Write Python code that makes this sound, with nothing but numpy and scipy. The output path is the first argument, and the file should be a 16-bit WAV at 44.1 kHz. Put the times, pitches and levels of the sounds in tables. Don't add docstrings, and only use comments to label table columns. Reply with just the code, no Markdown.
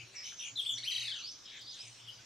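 import sys
import numpy as np
from scipy import signal
from scipy.io import wavfile
from scipy.ndimage import uniform_filter1d

SR = 44100
rng = np.random.default_rng(int(sys.argv[2]) if len(sys.argv) > 2 else 0)


def to_linear_factor(level_db):
    exponent = np.asarray(level_db, float) / 20
    return 10 ** exponent


def dump_mix(stems):
    frames = np.atleast_2d(stems).T
    limited = np.clip(frames, -1, 1)
    pcm = np.round(limited * 32767).astype(np.int16)
    wavfile.write(sys.argv[1], SR, pcm)


N = 99225


def evened(x):
    return x / np.sqrt(np.mean(x ** 2) + 1e-20)


def read(points, hz):
    f, value = np.transpose(points)
    return np.interp(np.log(hz + 1), np.log(f + 1), value)


def drift(n, span):
    return evened(uniform_filter1d(uniform_filter1d(rng.standard_normal(n), span), span))


def add(mix, s, sound, pan_db):
    at = round(s * SR)
    first = max(at, 0)
    sound = sound[max(-at, 0):][:N - first]
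    mix[:, first:first + len(sound)] += sound * to_linear_factor(np.array([[pan_db / 2], [-pan_db / 2]]))


def curve(points, smooth=150):
    p = np.array(points, float)
    t = np.arange(p[0, 0], p[-1, 0], 1 / SR)
    columns = [np.interp(t, p[:, 0], c) for c in p.T[1:]]
    return [t] + [uniform_filter1d(c, smooth, mode="nearest") for c in columns]


def voice(hz, db, overtones_db, throat, shake, flutter_db, buzz=0):
    # freq_hz, gain_db
    throat_gain = [(1000, -24), (2000, -21), (3300, -0.5), (4000, -3.5), (4700, -6), (6000, -22),
                   (9500, -20), (13000, -25), (15500, -62)]
    grain_db = 3
    n = len(hz)
    buzzing = np.sin(2 * np.pi * np.cumsum(170 * (1 + 0.2 * drift(n, 200))) / SR)
    hz = hz * (1 + shake * drift(n, 60) + buzz * buzzing)
    turns = 2 * np.pi * np.cumsum(hz) / SR
    wave = np.zeros(n)
    for k, overtone_db in enumerate(overtones_db, 1):
        level_db = overtone_db + throat * read(throat_gain, k * hz)
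        if k == 2:
            level_db = level_db - throat * 11 * np.clip((hz - 2300) / 400, 0, 1)
        if k > 2:
            level_db = level_db + grain_db * drift(n, 40)
        wave += to_linear_factor(level_db) * (k * hz < SR * .4) * np.sin(k * turns)
    to_end = np.minimum(np.arange(n), n - np.arange(n))
    edge = np.clip(to_end / (0.0021 * SR), 0, 1)
    return np.sqrt(2) * wave * edge * to_linear_factor(db + flutter_db * drift(n, 90))


def trees(x, direct_db, echo_db, tail_db, t60):
    # delay_s, level_db
    trunks = [(.031, -12.5)]
    n = SR * 3 // 4
    taps = np.zeros((2, n))
    slots = np.arange(200, n - 20, 20)
    at = slots + rng.integers(0, 20, (2, len(slots)))
    np.put_along_axis(taps, at, rng.choice([-1., 1.], at.shape), 1)
    taps = (taps + 0.42 * taps[::-1]) * to_linear_factor(-60 * np.arange(n) / SR / t60)
    taps *= to_linear_factor(tail_db) / np.linalg.norm(taps[0])
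    for s, db in trunks:
        start = round(s * SR)
        bark = rng.standard_normal(40) + 0.76 * rng.standard_normal((2, 40))
        taps[:, start:start + 40] += to_linear_factor(db + echo_db) * bark / np.sqrt(40)
    leaves = rng.standard_normal((2, 400)) * to_linear_factor(-np.arange(400) / 15)
    leaves = np.diff(leaves, 2) * to_linear_factor([[-24], [-28]])
    near = x + signal.fftconvolve(x, leaves, axes=1)[:, :N]
    return to_linear_factor(direct_db) * near + signal.fftconvolve(x, taps, axes=1)[:, :N]


def air():
    # freq_hz, density_db
    spectrum = [(30, -4), (300, -1), (1960, -4), (5900, 1), (8500, -15.5), (11000, -27.5), (15000, -24),
                (15700, -43)]
    # freq_hz, share
    likeness = [(30, 0.42), (120, 0.68), (700, 0.043), (2500, 0.69), (5500, 0.6), (15000, 0.55)]
    level_db, patchy_db = -58.5 + 1.5, 3.5
    frames, hz = N // 256 + 5, np.fft.rfftfreq(1024, 1 / SR)
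    a, b, c, d, patches = rng.standard_normal((frames, 513, 5)).T
    patches = evened(uniform_filter1d(uniform_filter1d(patches, 14, 0), 12, 1))
    patches = patches * np.clip(hz / 3000, .2, 1)[:, None]
    same = np.clip(read(likeness, hz), -1, 1)[:, None]
    left = a + 1j * b
    right = same * left + np.sqrt(1 - same ** 2) * (c + 1j * d)
    z = np.array([left, right]) * to_linear_factor(read(spectrum, hz)[:, None] + patchy_db * patches)
    return to_linear_factor(level_db) * evened(signal.istft(z, nperseg=1024, noverlap=768)[1][:, :N])


def hum():
    # middle_s, length_s
    swells = [
        (0.02, 0.12),
        (0.548, 0.062),
        (0.786, 0.21),
        (1.046, 0.19),
        (1.637, 0.044),
        (1.9, 0.11),
        (2.063, 0.13),
        (2.187, 0.048),
    ]
    t = np.arange(N) / SR
    swelling = sum(np.exp(-(2 * (t - s) / length) ** 4) for s, length in swells)
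    level = (to_linear_factor(-78) + to_linear_factor(-65.5) * swelling) * to_linear_factor(3.1 * drift(N, 700))
    hz = 116.5 * (1 + 0.0098 * drift(N, 3000))
    return np.sqrt(2) * level * np.sin(2 * np.pi * np.cumsum(hz) / SR)


def flock(first, last):
    # start_s, length_s, level_db, start_pitch_hz, end_pitch_hz
    warbles = [(-.04, 0.065, -48, 2487, 2680), (0.128, 0.094, -54, 2343, 2200),
               (0.227, 0.1, -51.5, 3037, 3170), (0.392, 0.098, -47, 3235, 2700),
               (1.238, 0.059, -54, 3294, 3400), (1.498, 0.088, -56.5, 2367, 2030),
               (1.449, 0.19, -53.5, 3504, 3500), (1.661, 0.15, -53, 3825, 3600),
               (1.764, 0.12, -53.5, 3495, 2750), (1.974, 0.088, -58.5, 3124, 3360),
               (0.119, 0.049, -64, 7830, 7000), (1.736, 0.28, -67, 8320, 8300)]
    # swing_rate_hz, swing_share of pitch, third_overtone_db, unevenness_share
    swings = [(69, 0.14, -30, 0.094), (66.4, .2, -21, 0.044), (40.1, 0.305, -21, 0.098),
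              (69.5, 0.18, -20.5, 0.035), (80.4, 0.167, -25, 0.12), (55.9, .25, -27, 0.12),
              (111.2, 0.14, -49, 0.07), (124.5, 0.14, -32, 0.055), (109.3, .25, -41, 0.047),
              (91, 0.094, -40, .1), (91.7, 0.15, -40, 0.09), (99, 0.097, -40, 0.086)]
    out = np.zeros((2, N))
    for warble, wobble in list(zip(warbles, swings))[first:last]:
        s, length, db, hz0, hz1 = warble
        rate, share, third_db, uneven = wobble
        u = np.arange(0, 1, 1 / (length * SR))
        turn = 2 * np.pi * np.cumsum(rate * (1 + uneven * drift(len(u), 300))) / SR - np.pi / 2
        swing = np.arcsin(.95 * np.sin(turn + 0.81 * np.sin(turn))) / 1.18
        hz = (hz0 + (hz1 - hz0) * u) * (1 + share * swing)
        db = db - 5 * (2 * u - 1) ** 4 + 2 * drift(len(u), 900)
        sound = voice(hz, db, [0, -24, third_db], 0, 0.013, 1.38)
        add(out, s, sound, 3.6 if s < .5 else 1.2)
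    return out


def dove():
    # time_s, pitch_hz, level_db
    coos = [
        [(0, 346, -67.5), (.04, 350, -78)],
        [(.07, 362, -71), (.11, 393, -70), (.19, 365, -76)],
        [(.51, 270, -73), (.545, 280, -68.5), (.58, 290, -75)],
        [(.705, 243, -74), (.74, 268, -67.5), (.85, 297, -78)],
        [(1.15, 286, -81), (1.4, 299.6, -75)],
    ]
    out = np.zeros((2, N))
    for points in coos:
        t, hz, db = curve(points, 600)
        swell = np.sin(np.linspace(0, np.pi, len(t))) ** 0.16
        add(out, t[0], voice(hz, db, [0], 0, 0.0034, 0.84) * swell, 0)
    return out


def whistlers(early):
    # time_s, pitch_hz, level_db
    slides = [
        [(.150, 5925, -50), (.195, 5120, -46.5), (.225, 5350, -52.5), (.258, 6010, -45.5), (.30, 6380, -60),
         (.345, 6100, -54)],
        [(.362, 6880, -58), (.385, 6000, -49.5), (.405, 5800, -49), (.435, 5670, -60)],
        [(.438, 6090, -51), (.484, 6960, -49.5), (.51, 6200, -68)],
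        [(.60, 8380, -60.5), (.68, 7830, -55.5), (.73, 6740, -50), (.76, 5750, -48.5), (.797, 5510, -55.5)],
        [(.845, 5730, -54), (.88, 5840, -47), (.89, 5850, -62), (.903, 6090, -50), (.96, 5990, -53),
         (1.0, 6150, -51.5), (1.035, 6530, -55)],
        [(1.155, 6500, -57.5), (1.212, 5880, -54.5)],
        [(1.21, 3880, -51), (1.285, 5202, -47), (1.315, 5900, -52.5), (1.37, 5940, -66)],
        [(1.604, 6170, -69), (1.618, 4970, -54), (1.635, 4350, -61), (1.705, 5060, -50), (1.735, 4350, -54.5)],
        [(1.785, 4700, -60), (1.815, 5150, -45.5), (1.84, 6540, -70)],
    ]
    # time_s, pitch_hz, level_db
    faint = [
        [(.308, 3000, -73), (.318, 2110, -60.5), (.329, 1034, -58.5)],
        [(1.452, 5100, -66), (1.461, 5100, -52), (1.47, 5050, -73)],
        [(1.483, 5300, -73), (1.527, 5150, -65)],
        [(1.555, 5200, -71), (1.572, 5300, -65)],
        [(1.72, 6500, -69), (1.745, 6650, -58), (1.765, 6600, -77.5)],
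        [(1.742, 5950, -67), (1.785, 5850, -67)],
        [(2.19, 1520, -63), (2.225, 1520, -75)],
        [(1.492, 3870, -63), (1.505, 5520, -62), (1.535, 6050, -64)],
        [(1.53, 8300, -97), (1.575, 6600, -63), (1.6, 8030, -62)],
        [(1.853, 6340, -52.5), (1.866, 4800, -67), (1.885, 7000, -49.5)],
        [(2.06, 5510, -64), (2.1, 5330, -66), (2.2, 4640, -66)],
    ]
    out = np.zeros((2, N))
    for points, pan_db in [(p, -3) for p in slides] + [(p, .8) for p in faint]:
        if (points[0][0] < 1.3) != early:
            continue
        t, hz, db = curve(points, 200)
        buzz = .03 * (hz > 4300) * early
        add(out, t[0], voice(hz, db, [0], 0, .008 + .01 * early, 2.5 + 1.5 * early, buzz=buzz), pan_db)
    return np.array([np.roll(out[0], 1), out[1]])


def babbler():
    # time_s, pitch_hz, effort_db
    note_a = [(.555, 3460, -45), (.560, 3990, -39), (.568, 4070, -36.5), (.578, 3330, -38),
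              (.588, 3720, -34), (.597, 3275, -27), (.609, 3094, -42), (.616, 2480, -48)]
    note_b = [(.648, 1924, -36.5), (.658, 2924, -42.5), (.668, 3510, -29.5), (.688, 3595, -46),
              (.695, 3506, -25.5), (.702, 2835, -37.5), (.711, 3352, -35.5), (.724, 3495, -43),
              (.76, 3564, -51)]
    note_c = [(.768, 1320, -46), (.778, 1806, -37.5), (.788, 2280, -34.5), (.797, 2070, -46)]
    note_d = [(2.066, 2086, -51), (2.077, 3467, -50), (2.088, 2865, -44.5), (2.098, 3150, -43),
              (2.114, 3070, -74), (2.135, 2690, -57)]
    # time_s, pitch_hz, effort_db
    arch = [(.826, 1275, -46), (.836, 1875, -36), (.866, 2914, -38.5), (.884, 3196, -30),
            (.898, 3103, -40.5), (.918, 1860, -30)]
    # time_s, top_hz, foot_hz, effort_db
    chatter = [(.918, 3217, 1935, -31.5), (1.0, 3134, 1922, -34.5), (1.05, 2768, 1835, -34.5),
               (1.1, 2249, 1645, -37.5), (1.16, 1740, 1382, -40.5), (1.235, 1337, 1136, -46.5)]
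    feet = [.918, .951, .984, 1.019, 1.052, 1.086, 1.125, 1.161, 1.197, 1.228, 1.26]
    partials_db = [-1, -3, -11.5, -8, -16.5]
    quick_rise, peaked, sweep_dip_db = .45, 2.0, 5
    out = np.zeros((2, N))
    for note, pan_db in ((note_a, 1.6), (note_b, 2.1), (note_c, .6), (note_d, 3.4)):
        t, hz, db = curve(note)
        add(out, t[0], voice(hz, db, partials_db, 1, 0.0013, 1.86), pan_db)
    t0, hz0, db0 = curve(arch)
    t, top, foot, db = curve(chatter)
    swing = np.interp(t, feet, np.arange(len(feet)))
    swing = swing + quick_rise * np.sin(np.pi * swing) ** 2 / np.pi
    hz = foot + (top - foot) * np.abs(np.sin(np.pi * swing)) ** peaked
    db = db - sweep_dip_db * np.abs(np.gradient(hz)) / 5
    pitch = uniform_filter1d(np.r_[hz0, hz], 60)
    add(out, t0[0], voice(pitch, np.r_[db0, db], partials_db, 1, .012, 3), 1.7)
    return out


def leaf():
    # middle_s, level_db, length_s
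    flick = (1.62, -69, .014)
    s, db, length = flick
    out = np.zeros((2, N))
    t = np.arange(0, 2 * length, 1 / SR)
    rustle = evened(np.diff(rng.standard_normal(len(t) + 2), 2))
    add(out, s - length, to_linear_factor(db) * rustle * np.sin(np.pi * t / length / 2) ** 2, 3)
    return out


def scene():
    far = trees(flock(3, 4), -2.5, -4, -3.5, .14)
    far += trees(flock(0, 3) + flock(9, None), -5, -2, -1.5, .14)
    far += trees(flock(4, 9), -3, -4, -3, .14)
    far += trees(whistlers(True), -3, -2, -3.5, .35)
    far += trees(whistlers(False), 0, -5, -8, .35)
    near = trees(babbler(), 0, -2.5, -0.77, 0.21)
    return near + far + air() + hum() + dove() + leaf()


def roll_off(x):
    return signal.sosfilt(signal.butter(12, 15700, fs=SR, output="sos"), x)


def record(dry):
    return roll_off(dry)


dry = scene()
out = record(dry)
dump_mix(out)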